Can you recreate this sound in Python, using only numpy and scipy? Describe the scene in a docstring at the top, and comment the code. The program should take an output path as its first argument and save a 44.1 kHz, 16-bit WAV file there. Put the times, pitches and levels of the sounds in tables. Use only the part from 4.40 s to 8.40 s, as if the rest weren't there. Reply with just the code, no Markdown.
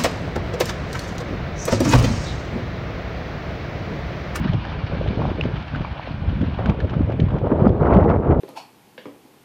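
"""Gusty wind on a microphone above an open quarry pit just after a blast.
From the start, large eddies thump on the capsule and small ones flutter, over a hiss from the pit.
Short ticks and pops sound close by throughout, the loudest at 1 s. The hiss fades.
From 3 s the gust grows: the buffeting turns stronger and brighter, and crackles."""
import sys
import numpy as np
from scipy import signal
from scipy.fft import rfft, irfft, next_fast_len
from scipy.io import wavfile
from scipy.ndimage import uniform_filter1d, map_coordinates

SR = 44100
rng = np.random.default_rng(int(sys.argv[2]) if len(sys.argv) > 2 else 0)


def bounce(signal):
    """Save signal as a 16-bit WAV file at the path given by the first command-line argument."""
    frames = np.transpose(np.atleast_2d(signal))
    limited = np.clip(frames, -1, 1)
    pcm = np.round(limited * 32767).astype(np.int16)
    wavfile.write(sys.argv[1], SR, pcm)


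N = 176400

# Each row: time in seconds, then relative levels in dB of thumping, flutter and bright edge.
GUST_LEVELS = [(0.0, -15.5, -35, -28.5), (0.03, -24.5, -48, -51.5), (0.05, -26, -29, -46),
               (0.11, -24.5, -45.5, -48.5), (0.14, -23.5, -24.5, -33.5), (0.17, -21.5, -40, -40.5),
               (0.21, -28, -42.5, -43), (0.3, -29.5, -43.5, -39), (0.37, -25.5, -33.5, -44),
               (0.47, -28.5, -36.5, -43), (0.52, -24, -33, -38.5), (0.71, -21, -26, -39),
               (0.745, -31, -31, -43), (0.8, -20.5, -25.5, -38), (0.82, -17.5, -28.5, -30),
               (0.91, -23, -28, -35), (0.95, -28, -37.5, -39), (0.99, -23, -28, -49),
               (1.02, -26, -36.5, -47), (1.06, -14, -22.5, -44.5), (1.08, -24.5, -32, -40.5),
               (1.31, -32, -51, -43), (1.34, -22.5, -37.5, -37), (1.63, -36.5, -50.5, -41),
               (1.7, -28, -39.5, -39.5), (1.77, -28.5, -51, -48), (1.83, -23, -43.5, -43.5),
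               (1.89, -22, -36.5, -43), (1.99, -20, -37, -48), (2.02, -18.5, -30.5, -48.5),
               (2.09, -21.5, -34.5, -45), (2.17, -24.5, -40.5, -38), (2.19, -19, -32, -30.5),
               (2.22, -24.5, -39, -34), (2.31, -18, -22.5, -31.5), (2.33, -25.5, -32.5, -37.5),
               (2.38, -26, -31, -41), (2.45, -20, -22.5, -39.5), (2.47, -28, -34.5, -54.5),
               (2.54, -21, -30, -28), (2.56, -20, -29.5, -47.5), (2.61, -15.5, -27.5, -34.5),
               (2.65, -20.5, -37.5, -47), (2.71, -23, -24.5, -33.5), (2.77, -21.5, -33.5, -41.5),
               (2.8, -19.5, -23.5, -39), (2.83, -13.5, -27.5, -47), (2.91, -22, -34.5, -35),
               (2.95, -14, -22, -37), (2.97, -26, -25, -27.5), (3.0, -25, -32, -42.5),
               (3.07, -21, -17.5, -23), (3.09, -24, -26.5, -32.5), (3.12, -19, -15, -22.5),
               (3.14, -20.5, -21.5, -34.5), (3.27, -16.5, -15, -20), (3.3, -14.5, -18.5, -34),
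               (3.39, -23, -22, -34.5), (3.42, -15, -18, -22), (3.51, -18.5, -14.5, -17.5),
               (3.55, -14.5, -11.5, -16.5), (3.58, -9, -9.5, -19.5), (3.61, -15, -14.5, -17.5),
               (3.67, -15.5, -16, -26), (3.7, -16, -15, -16.5), (3.745, -17, -18.5, -25.5),
               (3.77, -18, -21, -29), (3.8, -20, -23, -33), (3.83, -27.5, -17.5, -26),
               (3.87, -22, -18.5, -25.5), (3.92, -14, -16, -23.5), (3.95, -23, -19, -27),
               (4.0, -15.5, -14.5, -32)]
# Strongest eddies. Each row: centre in seconds, envelope peak in dB, pitch in Hz, half-width in cycles.
STRONG_EDDIES = [(0.015, -13.5, 135, 0.54), (0.056, -13.5, 157, 0.55), (0.062, -14.5, 238, 0.75),
                 (0.1, -10.5, 132.5, 0.75), (0.143, -16, 297, 0.6), (0.152, -13.5, 133, 0.91),
                 (0.442, -16.5, 107.2, 0.95), (0.525, -22.5, 544, 1.5), (0.553, -25, 528, 1.5),
                 (0.614, -18.5, 546, 1.3), (0.663, -18.5, 600, 0.76), (0.71, -13, 150.4, 0.7),
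                 (0.775, -12.5, 269, 0.54), (0.794, -15.5, 528, 0.91), (0.82, -17.5, 950, 1.2),
                 (0.854, -15.5, 826, 0.92), (0.892, -26, 679, 0.89), (0.918, -20, 330, 1.1),
                 (0.997, -19.5, 415, 0.59), (1.048, -15.5, 149, 0.41), (1.056, -14.5, 342, 0.55),
                 (1.14, -16.5, 131, 0.6), (1.338, -19.5, 198.6, 0.6), (1.409, -19.0, 237, 0.4),
                 (1.449, -18.5, 970, 0.82), (1.521, -17.5, 75, 0.71), (1.597, -20.5, 845, 0.93),
                 (1.675, -22.5, 600, 1.2), (1.71, -22, 214, 0.67), (1.746, -19.0, 135, 0.54),
                 (1.823, -16, 144, 0.73), (1.888, -13, 85.3, 1.1), (1.932, -15.5, 201, 0.5),
                 (2.014, -11.0, 192, 0.61), (2.034, -11.5, 238, 0.68), (2.085, -19, 194, 0.73),
                 (2.193, -15, 592, 0.63), (2.245, -15, 151, 0.6), (2.294, -9.5, 192.5, 1.2),
                 (2.447, -18.5, 527, 1.4), (2.449, -15.5, 85.1, 0.98), (2.569, -11, 154, 0.56),
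                 (2.609, -7, 237, 0.62), (2.64, -12, 74.3, 1), (2.698, -13.5, 478, 0.53),
                 (2.798, -12.5, 239, 0.5), (2.822, -8.0, 118, 0.81), (2.842, -10.5, 150, 0.5),
                 (2.947, -10.0, 135.3, 0.42), (3.017, -18, 534, 0.52), (3.04, -15, 493, 0.88),
                 (3.072, -9.5, 605, 0.82), (3.121, -8.0, 242, 1.56), (3.224, -4, 151, 0.58),
                 (3.257, -8.5, 352, 0.43), (3.27, -4.5, 214, 1.2), (3.271, -3.5, 539, 0.5),
                 (3.304, -12.5, 431, 0.56), (3.311, -12, 95.2, 0.87), (3.418, -5.5, 128.7, 0.65),
                 (3.423, -6.0, 477, 0.81), (3.57, -4, 189.4, 0.84), (3.581, -2.5, 151.3, 0.65),
                 (3.646, -6.5, 271, 0.76), (3.663, -7.5, 356, 0.41), (3.702, -9, 602, 1),
                 (3.71, -12, 70.1, 0.8), (3.763, -9, 296, 0.26), (3.8, -15, 462, 0.8),
                 (3.891, -13, 301, 0.61), (3.9, -10, 216, 0.55), (3.922, -10.5, 107, 0.75),
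                 (3.973, -12.5, 212, 0.91)]
# Each row: time in seconds, relative level in dB, treble gain in dB.
HISS_LEVELS = [(0.0, -40, 3.5), (0.89, -42, 4.5), (1.3, -42.5, 3.5), (2.02, -44, 0.7), (2.12, -43.5, 0.5),
               (2.86, -48, -1.5), (3.13, -51, -1.5), (3.26, -55, 3), (3.48, -55, 3), (3.59, -55, -10),
               (3.72, -60.5, 1.5), (4.0, -61.5, 4)]
# Each row: start in seconds, level in dB, ring pitch in Hz, main T60 in seconds, noise share from 0 to 1.
TICK_EVENTS = [(0.133, -21.5, 2380, 0.02, 0.6), (0.143, -26, 1210, 0.02, 0.5),
               (0.2508, -23.5, 1500, 0.018, 0.6), (0.6744, -26.5, 2400, 0.021, 0.8),
               (0.687, -26, 4000, 0.015, 0.6), (1.0105, -2.5, 2755, 0.011, 0.19),
               (1.0369, -20, 1540, 0.017, 0.5), (1.225, -27, 4800, 0.015, 0.6),
               (1.28, -29, 4500, 0.02, 0.7), (1.3484, -16.5, 1520, 0.027, 0.1),
               (1.3582, -17, 1380, 0.017, 0.3), (1.4515, -23.5, 2350, 0.023, 0),
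               (1.5253, -30.5, 1580, 0.019, 0.5), (1.9603, -26, 2430, 0.0096, 0.2),
               (2.0137, -23, 1470, 0.021, 0.4), (2.2577, -11.5, 1510, 0.022, 0.22),
               (2.2961, -16.5, 1150, 0.022, 0.4), (2.4023, -18.5, 1710, 0.024, 0.29),
               (2.4961, -27.5, 1440, 0.026, 0.5), (2.504, -32, 4500, 0.03, 0.6),
               (2.5381, -17, 1250, 0.025, 0.08), (2.594, -24.5, 1340, 0.018, 0.1),
               (2.7007, -20, 1600, 0.014, 0.2), (2.72, -30, 2000, 0.025, 0.6),
               (2.8, -18, 1830, 0.022, 0.47), (2.8848, -20, 1050, 0.025, 0.11),
               (2.905, -23, 1190, 0.025, 0.15), (2.942, -19.5, 1000, 0.02, 0.05),
               (2.9836, -36, 1430, 0.031, 0.8), (3.0689, -31, 1250, 0.019, 0.3),
               (3.1974, -37, 4800, 0.013, 0.4), (3.255, -29, 1300, 0.015, 0.4),
               (3.267, -18, 1300, 0.02, 0.1), (3.2796, -29, 4880, 0.017, 0.4),
               (3.2922, -31.5, 3170, 0.02, 0.6), (3.4685, -25.5, 1360, 0.02, 0.2),
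               (3.5164, -23, 1450, 0.012, 0.2), (3.5373, -24.5, 1570, 0.023, 0.5),
               (3.5484, -22.5, 1510, 0.012, 0.5), (3.5655, -26.5, 1480, 0.018, 0.4),
               (3.6057, -26.5, 1300, 0.015, 0.3), (3.6406, -30.5, 1510, 0.013, 0.5),
               (3.6909, -23, 1650, 0.015, 0.2), (3.699, -20.5, 1200, 0.018, 0.3),
               (3.7194, -33, 1400, 0.016, 0.2), (3.7394, -31, 1400, 0.013, 0.2),
               (3.8696, -26, 1220, 0.012, 0.17)]
# Spectral shapes. Each row: frequency in Hz, gain in dB.
THUMP_EQ = [(15, -35), (30, -9.5), (60, -1.5), (130, 0.5), (250, 1), (500, -16), (1500, -8)]
FLUTTER_EQ = [(120, -14), (220, -3.5), (400, -0.5), (600, 0), (1000, -18), (2000, -47.5), (5000, -65)]
EDGE_EQ = [(300, -29.5), (550, -5.5), (800, -4.5), (1300, -7.5), (2200, -18), (4000, -39), (6500, -55.5),
           (8500, -83.5)]
CRACKLE_EQ = [(1000, -27.5), (2000, 4.5), (3500, -13.5), (6000, -22), (9000, -34.5)]
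HISS_EQ = [(180, -35), (300, -2), (414, -20), (641, -9), (967, -8), (1100, -11), (1580, -10), (2040, -16),
           (2380, -12.5), (2570, -16.5), (2920, -16.5), (4240, -20.5), (6480, -31.5), (8420, -69.5),
           (14300, -120)]
MIC_EQ = [(15, -21), (30, -7), (50, 1), (3000, 1.5), (5000, -8), (6500, -14), (8500, -29), (12000, -44.5)]
SELF_NOISE_EQ = [(5000, -20.5), (7500, 0.5), (10000, -3), (11300, -3), (15000, -3.5)]


def amp(db):
    return 10 ** (np.asarray(db) / 20)


def unit_rms(x):
    return x / np.sqrt(np.mean(x ** 2) + 1e-20)


def curves(rows):
    """Per-sample curve for each column after the time."""
    times_s, *columns = np.transpose(rows)
    return [np.interp(np.arange(N) / SR, times_s, column) for column in columns]


def wobble(rate_hz):
    """Smooth random curve, rate_hz knots a second."""
    knots = rng.standard_normal(int(N * rate_hz / SR) + 4)
    return map_coordinates(knots, [np.arange(N) * rate_hz / SR])


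def equalise(x, points):
    """Filter through (Hz, dB) points on a log frequency axis."""
    size = next_fast_len(N + 8192)
    hz, db = np.transpose(points)
    gain_db = np.interp(np.log(np.fft.rfftfreq(size, 1 / SR) + 1), np.log(hz + 1), db)
    return irfft(rfft(x, size) * amp(gain_db), size)[:N]


def noise(points):
    return unit_rms(equalise(rng.standard_normal(N), points))


def pulses(centre_s, gain, hz, phase_rad, cycles):
    """Pressure pulses: cosines under Gaussian bells of half-width cycles."""
    reach = int(min(6.5 * np.max(cycles) * SR / np.min(hz), 3000))
    offsets = np.arange(-reach, reach)
    turns = offsets / SR * hz[:, None]
    waves = gain[:, None] * np.cos(2 * np.pi * turns + phase_rad[:, None]) * np.exp(-(turns / cycles) ** 2)
    index = np.clip(np.round(centre_s * SR).astype(int)[:, None] + offsets + 1, 0, N + 1)
    return np.bincount(index.ravel(), waves.ravel(), N + 2)[1:N + 1]


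def eddies(count, centre_hz, log_spread, scatter_db, cycles):
    """Eddies of scattered scale and strength pass the capsule."""
    when, strength, phase = rng.random((count, 3)).T
    hz = centre_hz * np.exp(log_spread * np.clip(rng.standard_normal(count), -1.5, 2.5))
    gain = amp(-scatter_db * np.log(strength + 0.0011))
    return unit_rms(pulses(when * N / SR, gain, hz, 2 * np.pi * phase, cycles))


def wind():
    """Large eddies thump, small ones flutter, the smallest add a bright edge; all swell in shared lumps."""
    thump_db, flutter_db, edge_db = curves(GUST_LEVELS)
    lumps = wobble(21)
    large = eddies(count=700, centre_hz=99, log_spread=0.64, scatter_db=1.4, cycles=0.44)
    large += 1.05 * noise([(30, 3), (150, -1), (600, -32), (3000, -48.5)])
    small = eddies(count=3000, centre_hz=386, log_spread=0.5, scatter_db=2, cycles=0.43)
    small += 0.52 * noise([(600, -1.5), (3000, -21.5)])
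    smallest = eddies(count=5000, centre_hz=805, log_spread=0.44, scatter_db=2, cycles=0.62)
    smallest += 0.42 * rng.standard_normal(N)
    heave = amp(0.45 * lumps + 0.39 * wobble(27))
    ruffle = amp(0.98 * lumps + 1.3 * wobble(40))
    thump = amp(thump_db - 2.5) * unit_rms(equalise(large, THUMP_EQ) * heave)
    flutter = amp(flutter_db - 4) * unit_rms(equalise(small, FLUTTER_EQ) * ruffle)
    edge = amp(edge_db - 3.5) * unit_rms(equalise(smallest, EDGE_EQ) * ruffle)
    return thump + flutter + edge + strong_eddies() + gust_crackle(edge_db, ruffle)


def pit_hiss():
    """Far hiss from the pit, with patches of random gain and short faint bursts."""
    spectrogram = signal.stft(rng.standard_normal(N), nperseg=512)[2]
    patches = uniform_filter1d(rng.standard_normal(spectrogram.shape), 8, axis=0)
    patches_db = 1.3 * unit_rms(uniform_filter1d(patches, 6, axis=1))
    air = unit_rms(signal.istft(spectrogram * amp(patches_db), nperseg=512)[1][:N])
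    bursts_db = 3.6 * np.clip(wobble(60) - 0.6, 0, 1) + 0.7 * wobble(22)
    level_db, treble_db = curves(HISS_LEVELS)
    hiss = unit_rms(equalise(air * amp(bursts_db), HISS_EQ))
    treble = equalise(hiss, [(2000, -27.5), (4500, 0)])
    return amp(level_db + 3) * (hiss + (amp(treble_db) - 1) * treble)


def strong_eddies():
    """Single eddies hit the capsule, one thump or pop each."""
    centre_s, peak_db, hz, cycles = np.transpose(STRONG_EDDIES)
    phase_rad = 2 * np.pi * rng.random(len(hz))
    return pulses(centre_s, amp(peak_db), hz, phase_rad, np.clip(cycles, 0.3, 1.6)[:, None])


def ticks(size=2048, attack_s=0.0011, ring_t60_s=0.025, relative_width=0.2):
    """Close ticks: a rough ring plus a broad noise burst, dying in milliseconds."""
    track = np.zeros(N + SR)
    t, f = np.arange(size) / SR, np.fft.rfftfreq(size, 1 / SR)
    broad_band = f / (f + 1200) / (1 + (f / 3200) ** 2)
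    for start_s, level_db, ring_hz, t60_s, noise_share in TICK_EVENTS:
        ring_band = np.exp(-((f / ring_hz - 1) / relative_width) ** 2)
        burst = unit_rms(irfft(rfft(rng.standard_normal(size)) * broad_band))
        rough = unit_rms(irfft(rfft(rng.standard_normal(size)) * ring_band))
        ring = (1.02 * np.sin(2 * np.pi * ring_hz * t) + 0.3 * rough) * amp(-60 * t / ring_t60_s)
        tick = noise_share * burst + (1 - noise_share) * ring
        rise = 1 - np.exp(-t / attack_s)
        fall = amp(-60 * t / t60_s) + 0.12 * amp(-60 * t / (3 * t60_s))
        track[round(start_s * SR):][:size] += amp(level_db) * tick * rise * fall
    return track[:N]


def gust_crackle(edge_db, ruffle):
    """Crackle in hard gusts; swells faster than the bright edge."""
    level_db = -42.5 + 1.6 * (edge_db + 18)
    fizz = noise(CRACKLE_EQ) * ruffle
    flicker_db = 6.3 * np.clip(wobble(120), -2, 1.8)
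    return amp(level_db) * unit_rms(fizz * amp(flicker_db))


def scene():
    return (wind() + pit_hiss() + ticks())[None]


def record(dry):
    """Soft ceiling, dull microphone, faint self-noise, band limit."""
    ceiling, self_noise_db, cutoff_hz = 0.8, -78.5, 15300
    limited = dry[0] / (1 + np.abs(dry[0] / ceiling) ** 4) ** (1 / 4)
    fade_in = np.minimum(np.arange(N) / 90, 1)
    mic = equalise(limited * fade_in, MIC_EQ) + amp(self_noise_db) * noise(SELF_NOISE_EQ)
    passband = np.fft.rfftfreq(2 * N, 1 / SR) < cutoff_hz
    return irfft(rfft(mic, 2 * N) * passband)[None, :N]


dry = scene()
out = record(dry)
bounce(out)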